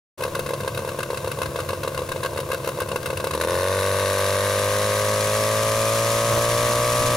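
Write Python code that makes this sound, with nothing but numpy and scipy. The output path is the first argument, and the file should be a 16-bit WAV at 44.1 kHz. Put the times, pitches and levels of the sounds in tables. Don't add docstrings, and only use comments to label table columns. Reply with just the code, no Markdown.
import sys
import numpy as np
from scipy import signal
from scipy.fft import rfft, irfft
from scipy.io import wavfile
from scipy.ndimage import uniform_filter1d

SR = 44100
rng = np.random.default_rng(int(sys.argv[2]) if len(sys.argv) > 2 else 0)


def generate_wav(sig):
    pcm = np.round(np.clip(np.atleast_2d(sig).T, -1, 1) * 32767).astype(np.int16)
    wavfile.write(sys.argv[1], SR, pcm)


N = 315756

FIRST_STROKE_S, THROTTLE_OPEN_S = 0.193, 3.21
LOAD_S, ALL_FIRE_S = 3.34, 3.468
SMOOTH_FROM_HZ, SMOOTH_SPAN_HZ = 99, 10.6

# (time [s], firing rate [Hz])
FIRING_CLIMB = [(3.37, 77.69), (3.48, 85.99), (3.53, 88.55), (3.6, 89.95), (3.66, 93.7), (3.8, 96.35),
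                (4.28, 97.55), (4.52, 100.14), (4.62, 100.51), (4.72, 101.91), (5.12, 104.78),
                (5.24, 103.92), (5.38, 107.0), (5.88, 111.18), (6.07, 113.37), (6.25, 114.45),
                (6.65, 118.4), (7.14, 120.75)]
# (time [s], relative exhaust level [dB], relative gas level [dB])
IDLE_POPS = [(0.206, -25, -35.5), (0.2216, -25.5, -33), (0.2339, -30, -26.5), (0.2501, -23, -34),
             (0.278, -28, -39), (0.349, -25, -27), (0.3637, -26.5, -41), (0.3914, -23.1, -27.5),
             (0.4612, -25.5, -30), (0.4892, -25, -29.5), (0.5057, -24.5, -35), (0.5342, -22.5, -29),
             (0.6032, -24, -31.5), (0.632, -26, -38), (0.646, -27, -41), (0.6756, -23, -26),
             (0.746, -28, -33), (0.774, -24, -29.5), (0.79, -25.5, -35), (0.82, -29.5, -41),
             (0.8476, -26.5, -36), (0.8747, -27, -35), (0.8882, -27, -31), (0.916, -26, -41),
             (0.945, -26.5, -44), (0.9878, -24, -30.5), (1.0022, -29, -33), (1.0292, -28, -29),
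             (1.102, -23, -29), (1.1306, -25, -39), (1.1427, -34, -35), (1.1716, -26, -28.5),
             (1.2437, -26, -33.5), (1.2736, -23.5, -30.5), (1.3143, -25.8, -30.0), (1.372, -28, -42),
             (1.3863, -26.5, -35), (1.416, -23.4, -26), (1.4293, -30, -32), (1.4564, -26, -31.5),
             (1.558, -23.6, -30), (1.5875, -25.5, -32), (1.6009, -27, -29), (1.688, -27.5, -28.5),
             (1.7031, -25.5, -34), (1.731, -23, -32.5), (1.774, -30, -47), (1.832, -25, -28.5),
             (1.847, -25, -39), (1.875, -22.5, -30), (1.946, -26, -32), (1.9744, -25, -28),
             (1.99, -26, -33), (2.018, -25, -38), (2.089, -27, -32), (2.1167, -25, -26),
             (2.16, -25.5, -34.5), (2.203, -28, -42), (2.2313, -26, -26), (2.2474, -24, -30),
             (2.259, -25, -28.5), (2.331, -28.5, -40), (2.36, -27.5, -36), (2.374, -26.5, -26.5),
             (2.3885, -24, -37), (2.4011, -25, -30), (2.43, -26.5, -44), (2.488, -26, -41),
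             (2.5016, -25, -35.5), (2.5153, -32, -27), (2.5307, -24, -29.5), (2.5437, -23, -30),
             (2.601, -29, -42), (2.6441, -27, -34.5), (2.658, -34, -34), (2.6734, -22.5, -28),
             (2.6882, -21.5, -30), (2.773, -27, -40), (2.787, -25, -41), (2.8013, -32, -27),
             (2.817, -23, -29.5), (2.859, -28, -48), (2.886, -26, -32), (2.915, -23, -29),
             (2.9297, -27, -49), (2.9582, -21, -26.5), (3.028, -30, -35), (3.0575, -25, -25),
             (3.072, -28, -40), (3.1008, -24.5, -29.5), (3.1289, -25, -38), (3.1707, -29, -27.5),
             (3.199, -24, -29), (3.241, -22, -25.5), (3.269, -23.0, -28), (3.3079, -26, -26.5),
             (3.3345, -22.8, -27), (3.3486, -19.5, -27), (3.375, -23, -33.5), (3.3993, -24, -32),
             (3.4115, -21, -21.5), (3.4228, -24.5, -33), (3.4356, -21, -28.5), (3.4472, -19, -29)]
# (relative exhaust level [dB], relative gas level [dB])
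IDLE_PUFFS = [(-39, -48.5), (-31, -44.5)]

# (frequency [Hz], relative density [dB])
HISS_SPECTRUM = [(300, -0.5), (640, -2), (760, 3), (880, -1), (1100, -1), (1800, 2), (3000, -2),
                 (6000, -1.5), (7000, -1.5), (8000, -5.5), (10200, -2.5), (12500, -10), (15500, -16)]
# (frequency [Hz], relative density [dB])
CHURN_SPECTRUM = [(30, -45), (60, -11.5), (90, 1), (138, -5), (175, -10), (210, -8.5), (255, -24),
                  (320, -8), (400, -22), (520, -6), (660, -10), (760, -23.5), (1000, -13), (2000, -34)]
# (frequency [Hz], relative density [dB])
BUFFET_SPECTRUM = [(15, 7), (35, -2), (60, 0), (120, 6), (190, -5), (260, 4), (380, -5), (1500, -70)]
# (centre [s], length [s], churn level [dB], buffet level [dB])
WASH_GUSTS = [(3.56, 0.09, -32, -57), (6.325, 0.04, -21, -42), (6.378, 0.03, -21, -42),
              (6.573, 0.07, -47, -41), (6.674, 0.033, -53, -39)]
# (frequency [Hz], relative density [dB])
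IDLE_RASP_SPECTRUM = [(400, -26), (550, -13), (700, -2), (770, -18), (900, 1.5), (1080, 18), (1200, 11.5),
                      (1340, 5), (1450, 11.5), (1620, 14), (1860, -21), (2050, 8), (2230, 4), (2400, -20),
                      (2580, 10), (2780, 8.5), (3050, -3), (3420, -5.5), (3750, 5), (4100, 1.5),
                      (4600, 1.5), (5300, -3.5), (8000, -7), (10200, -2), (15500, -27)]
# (frequency [Hz], relative density [dB])
LOAD_RASP_SPECTRUM = [(400, -18), (550, 11), (760, -6), (1080, 8), (1340, 1), (1550, 5.5), (2000, 0),
                      (2400, -5.5), (2750, 1.5), (3250, -9.5), (3800, 2), (4700, -4), (6200, -5.5),
                      (8000, -10.5), (10200, -1.5), (15500, -22)]
# (frequency [Hz], relative density [dB])
SNAP_SPECTRUM = [(1500, -32), (4000, -14), (8000, -13), (10500, 3), (13000, 0), (15500, -2)]

# (nominal frequency [Hz], width [Hz], cylinder 0 [dB], cylinder 1 [dB])
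IDLE_SILENCER_MODES = [(204, 41, -16, -12.5), (298, 82, -23, -15), (442, 104, -4.5, -15.5),
                       (510, 124, 2, -2), (528.2, 30, 1, 2), (670, 87, -9.5, -9.5)]
# (nominal frequency [Hz], width [Hz], cylinder 0 [dB], cylinder 1 [dB])
SILENCER_MODES = [(110, 140, -51, -16), (219.4, 55, -11, -16.5), (413, 124, -10, -15.5),
                  (530, 113, 0, -6.5), (573, 60, -1, -3.5), (639, 116, -13, -6), (1014, 242, -8.5, -21),
                  (1134.4, 114, -9, -5.5), (1240, 96, -8.5, -16)]
# (nominal frequency [Hz], width [Hz], cylinder 0 [dB], cylinder 1 [dB])
HEADER_MODES = [(1537, 132, -10, -7.5), (1603, 164, -19.5, -5.5), (1896, 260, -12, -11),
                (2195, 150, -35, -11.5), (2743, 220, -17, -17.5), (3860, 170, -17, -14.5)]
# (frequency [Hz], decay [s], relative level [dB])
SHELL_MODES = [(348.2, 0.031, -26), (1442, .012, -14.5), (1557, 0.027, -19), (2180, 0.019, -31),
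               (2580, 0.0089, -25), (2755, 0.016, -29), (3250, 0.01, -23), (3800, 0.0089, -20),
               (3980, 0.0052, -32), (4930, .007, -32)]

# (frequency [Hz], width [Hz], gain [dB])
GROUND_BANDS = [(252, 28, -4.5), (753, 59, -8.5), (1364, 74, -3), (2390, 90, 2.5), (3470, 75, 3),
                (4560, 140, -4), (5010, 110, -4)]
# (time [s], left minus right [dB])
PAN_DRIFT = [(2.6, 0.8), (6.3, 0.2)]
# (frequency [Hz], coherence [0-1])
MIC_COHERENCE = [(30, 0.14), (70, 1), (200, 1), (600, 0.61), (1100, 0.83), (2000, 0.23), (5000, 0.77),
                 (9000, 0.035), (15000, 0.33)]
# (frequency [Hz], left minus right [dB])
MIC_BALANCE = [(120, -.5), (450, 1), (700, -.5), (1400, 0), (2500, 4), (4000, 2), (6000, 0.4), (8000, 2.7),
               (9600, 19.5), (11000, 14.4), (13000, 10.5), (15500, 9)]
SIDES = np.array([[1], [-1]])


def undb(db):
    return 10 ** (np.asarray(db) / 20)


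def curve(table, times):
    return np.interp(times, *np.transpose(table))


def on_bins(table):
    hz, value = np.transpose(table)
    return np.interp(np.log(np.fft.rfftfreq(N, 1 / SR) + 1), np.log(hz), value)


def unit(x):
    return x / np.sqrt(np.mean(x ** 2))


def blend(low, high, share):
    return low + (high - low) * share


def walk(rate_hz):
    hold = int(SR / rate_hz)
    steps = np.repeat(rng.standard_normal(N // hold + 1), hold)
    return unit(uniform_filter1d(uniform_filter1d(steps, hold), hold)[:N])


def air(spectrum, envelope):
    coherence = np.clip(on_bins(MIC_COHERENCE), 0, 1)
    mid, side = rfft(rng.standard_normal((2, N)) * envelope)
    pair = mid * np.sqrt(1 + coherence) + SIDES * side * np.sqrt(1 - coherence)
    return irfft(pair * unit(undb(on_bins(spectrum))), N) / np.sqrt(2)


def clicks(times, sizes):
    place = np.clip(times * SR, 0, N - 2)
    i = place.astype(int)
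    return np.bincount(i, sizes * (1 - place + i), N) + np.bincount(i + 1, sizes * (place - i), N)


def load(t, ramp_s=0.064):
    return np.clip((t - LOAD_S) / ramp_s, 0, 1)


def settle(t, lag_s):
    return 1 - np.exp(-np.maximum(t - LOAD_S, 0) / lag_s)


def firing_hz(t, idle_hz=70.75, sag_hz=1.1, sag_at_s=1.7):
    idle = [(FIRST_STROKE_S, idle_hz), (sag_at_s, idle_hz - sag_hz), (THROTTLE_OPEN_S, idle_hz)]
    return curve([*idle, *FIRING_CLIMB], t)


def smoothness(times):
    return np.clip((firing_hz(times) - SMOOTH_FROM_HZ) / SMOOTH_SPAN_HZ, 0, 1)


def strokes(t, wobble_hz=7.5, depth_hz=0.27):
    t = t[t >= FIRST_STROKE_S]
    wobble = depth_hz * load(t) * np.sin(2 * np.pi * wobble_hz * t + walk(2)[:len(t)])
    half_turns = np.cumsum(firing_hz(t) + wobble) / SR
    stroke = np.arange(int(half_turns[-1]) + 1)
    return np.interp(stroke, half_turns, t), stroke % 2


def idle_firing(times, cylinder, scatter_db=0.5, jitter_s=0.000169):
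    rows = np.column_stack([times, np.array(IDLE_PUFFS)[cylinder]])
    rows += rng.standard_normal(rows.shape) * [jitter_s, scatter_db, scatter_db]
    for pop in IDLE_POPS:
        rows[np.argmin(abs(times - pop[0]))] = pop
    return rows


def running_firing(times, cylinder, exhaust_db=-21, gas_db=-29, smooth_db=-12, uneven_db=1.5,
                   lead_s=0.00019, jitter_s=0.000012, scatter_db=1):
    rasp_db = gas_db + smooth_db * smoothness(times) + uneven_db * (cylinder - 0.5)
    rows = np.column_stack([times - lead_s * cylinder, np.full(len(times), exhaust_db), rasp_db])
    return rows + rng.standard_normal(rows.shape) * [jitter_s, 0, scatter_db]


def idle_drone(t, times, hum_db=-39, whine_db=-42, hunting=0.02, fade_s=0.29):
    shaft_hz = uniform_filter1d(np.interp(t, times[1:], 0.5 / np.diff(times)), SR // 5)
    angle = 2 * np.pi * np.cumsum(shaft_hz * (1 + hunting * walk(24.77))) / SR
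    idling = np.clip(1 - (t - LOAD_S) / fade_s, 0, 1)
    return idling * (np.sin(4 * angle) * undb(hum_db) + np.sin(10 * angle) * undb(whine_db))


def drive_hiss(t, idle_db=-45, running_db=-25, spool_s=0.87, grain_db=2):
    level_db = blend(idle_db, running_db, settle(t, spool_s))
    return air(HISS_SPECTRUM, undb(level_db + grain_db * walk(700)))


def wash_churn(t, idle_db=-34, running_db=-46, calming_s=0.41, flutter_db=0.5):
    level = undb(blend(idle_db, running_db, settle(t, calming_s)))
    for at_s, length_s, swell_db, _ in WASH_GUSTS:
        level += np.exp(-(2 * (t - at_s) / length_s) ** 2) * undb(swell_db)
    return air(CHURN_SPECTRUM, level * undb(flutter_db * walk(21.07)))


def rotor_wash(t, idle_db=-50, slow_db=-76, rise_db_per_s=11, flutter_db=3):
    level = undb(blend(idle_db, slow_db + rise_db_per_s * (t - LOAD_S), load(t)))
    for at_s, length_s, _, gust_db in WASH_GUSTS:
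        level += np.exp(-(2 * (t - at_s) / length_s) ** 2) * undb(gust_db)
    return air(BUFFET_SPECTRUM, level * undb(flutter_db * walk(12)))


def jet(times, level_db, rise_s, fall_s):
    age = np.arange(SR // 20) / SR
    puff = (1 - np.exp(-(age / rise_s) ** 2)) * np.exp(-age / fall_s)
    return signal.fftconvolve(clicks(times, undb(level_db)), puff)[:N]


def gas_rasp(t, times, gas_db, ragged_db=2.5, idle_db=9.5, load_db=4, leak_db=-48.5):
    loaded = times > LOAD_S
    ragged = undb(ragged_db * walk(1500))
    idling = jet(times[~loaded], gas_db[~loaded] + idle_db, rise_s=0.0027, fall_s=0.0062) * ragged
    working = jet(times[loaded], gas_db[loaded] + load_db, rise_s=0.00079, fall_s=0.0068) * ragged
    leak = undb(leak_db) * (1 - load(t))
    return air(IDLE_RASP_SPECTRUM, np.hypot(idling, leak)) + air(LOAD_RASP_SPECTRUM, working)


def gas_speed(times, cool=0.931, hot=1.021, heating_s=0.89, idle_spread=0.03):
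    scatter = idle_spread * (times < LOAD_S) * rng.standard_normal(len(times))
    return blend(cool, hot, settle(times, heating_s)) + scatter


def pipe_response(modes, cylinder, dispersion, size=2048):
    hz = np.fft.rfftfreq(size, 1 / SR)
    power = sum((undb(levels_db[cylinder]) / (1 + (2 * (hz - mode_hz) / width_hz) ** 2)) ** 2
                for mode_hz, width_hz, *levels_db in modes)
    power *= (hz / (hz + 40)) ** 2
    cepstrum = irfft(np.log(power + 1e-10) / 2)
    cepstrum[1:size // 2] *= 2
    cepstrum[size // 2 + 1:] = 0
    log_gain = rfft(cepstrum)
    return irfft(np.exp(log_gain.real + 1j * dispersion * log_gain.imag))[:size * 3 // 4]


def pipe_notes(times, cylinder, level_db, speeds, modes, dispersion, gain_db):
    responses = [pipe_response(modes, c, dispersion) for c in range(2)]
    age = np.arange(len(responses[0]))
    starts = np.clip(times * SR, 0, N - 1)
    out = np.zeros(N + len(age))
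    for start, c, gain, speed in zip(starts, cylinder, undb(level_db + gain_db), speeds):
        ring = np.interp((age - start % 1) * speed, age, responses[c], left=0, right=0)
        out[int(start) + age] -= gain * ring
    return out[:N]


def silencer(times, cylinder, exhaust_db, split_hz=800, sing_db=-1.6, sing_db_per_hz=0.17):
    low = [mode for mode in SILENCER_MODES if mode[0] < split_hz]
    high = [mode for mode in SILENCER_MODES if mode[0] >= split_hz]
    lift_db = sing_db + sing_db_per_hz * np.maximum(firing_hz(times) - SMOOTH_FROM_HZ, 0)
    idle = times < LOAD_S
    speeds = gas_speed(times)
    idle_speeds = 1 + 0.01 * rng.standard_normal(len(times))
    hollow = pipe_notes(times[idle], cylinder[idle], exhaust_db[idle], idle_speeds[idle],
                        IDLE_SILENCER_MODES, dispersion=1, gain_db=48)
    boom = pipe_notes(times[~idle], cylinder[~idle], exhaust_db[~idle], speeds[~idle],
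                      low, dispersion=0.97, gain_db=48.5)
    sing = pipe_notes(times, cylinder, exhaust_db + lift_db, speeds, high, dispersion=1.18, gain_db=47.5)
    return hollow + boom - sing


def shell_ring(times, level_db, running_db=-10, scatter_db=4.5):
    age = np.arange(SR // 8) / SR
    colours_db = scatter_db * rng.standard_normal((len(times), len(SHELL_MODES))).T * (1 - load(times))
    blows_db = level_db + running_db * load(times)
    out = np.zeros(N)
    for (hz, decay_s, mode_db), colour_db in zip(SHELL_MODES, colours_db):
        ring = np.exp(-age / decay_s) * np.sin(2 * np.pi * hz * age)
        out += signal.oaconvolve(clicks(times, undb(blows_db + mode_db + colour_db)), ring)[:N]
    return out


def header_crack(times, cylinder, gas_db, idle_db=-5, running_db=2.9, smooth_db=7.5):
    level_db = gas_db + blend(idle_db, running_db, load(times)) + smooth_db * smoothness(times)
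    speeds = gas_speed(times)
    return pipe_notes(times, cylinder, level_db, speeds, HEADER_MODES, dispersion=0.97, gain_db=45)


def port_snap(times, gas_db, peak_s=0.0028, width_s=0.0008, running_db=-7, scatter_db=3):
    age = np.arange(SR // 100) / SR
    spit = np.exp(-abs(age - peak_s) / width_s)
    level_db = gas_db + running_db * load(times) + scatter_db * rng.standard_normal(len(times))
    return air(SNAP_SPECTRUM, signal.fftconvolve(clicks(times, undb(level_db)), spit)[:N])


def firing_phase(t, times):
    return 2 * np.pi * np.interp(t, times, np.arange(len(times)))


def throb(t, times, level_db=-28, swell_s=0.5):
    flow = np.clip((t - THROTTLE_OPEN_S) / swell_s, 0, 1) * (t < times[-1])
    return np.sin(firing_phase(t, times)) * flow * undb(level_db)


def opening_growl(t, times, level_db=-37, peak_s=3.43, width_s=0.13):
    swell = np.exp(-((t - peak_s) / width_s) ** 2)
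    return np.sin(4 * firing_phase(t, times)) * swell * undb(level_db)


def ground_reflection(sound):
    hz = np.fft.rfftfreq(N, 1 / SR)
    gain_db = sum(db / (1 + (2 * (hz - band_hz) / width_hz) ** 2)
                  for band_hz, width_hz, db in GROUND_BANDS)
    return irfft(rfft(sound) * undb(gain_db), N)


def scene():
    t = np.arange(N) / SR
    beats, cylinder = strokes(t)
    idle, running = idle_firing(beats, cylinder), running_firing(beats, cylinder)
    times, exhaust_db, gas_db = np.where((beats > ALL_FIRE_S)[:, None], running, idle).T
    rings = silencer(times, cylinder, exhaust_db) + shell_ring(times, (exhaust_db + gas_db) / 2)
    crack = header_crack(times, cylinder, gas_db)
    gas = gas_rasp(t, times, gas_db) + port_snap(times, gas_db)
    tones = idle_drone(t, times) + throb(t, times) + opening_growl(t, times)
    machine = rings + crack + gas + tones + drive_hiss(t) + wash_churn(t) + rotor_wash(t)
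    return ground_reflection(machine) * undb(SIDES * curve(PAN_DRIFT, t) / 2)


def record(dry, right_lag_s=0.000015, ceiling=0.28, start_s=0.175, fade_s=0.0089, top_hz=15750):
    balance = undb(SIDES * on_bins(MIC_BALANCE) / 2)
    lead = np.exp(1j * np.pi * right_lag_s * SIDES * np.fft.rfftfreq(N, 1 / SR))
    heard = irfft(rfft(dry) * lead * balance / balance.mean(axis=0), N)
    rounded = ceiling * np.tanh(heard / ceiling)
    fade_in = np.clip((np.arange(N) / SR - start_s) / fade_s, 0, 1)
    lowpass = signal.ellip(12, 0.2, 80, top_hz, fs=SR, output="sos")
    return signal.sosfilt(lowpass, fade_in * rounded)


dry = scene()
out = record(dry)
generate_wav(out)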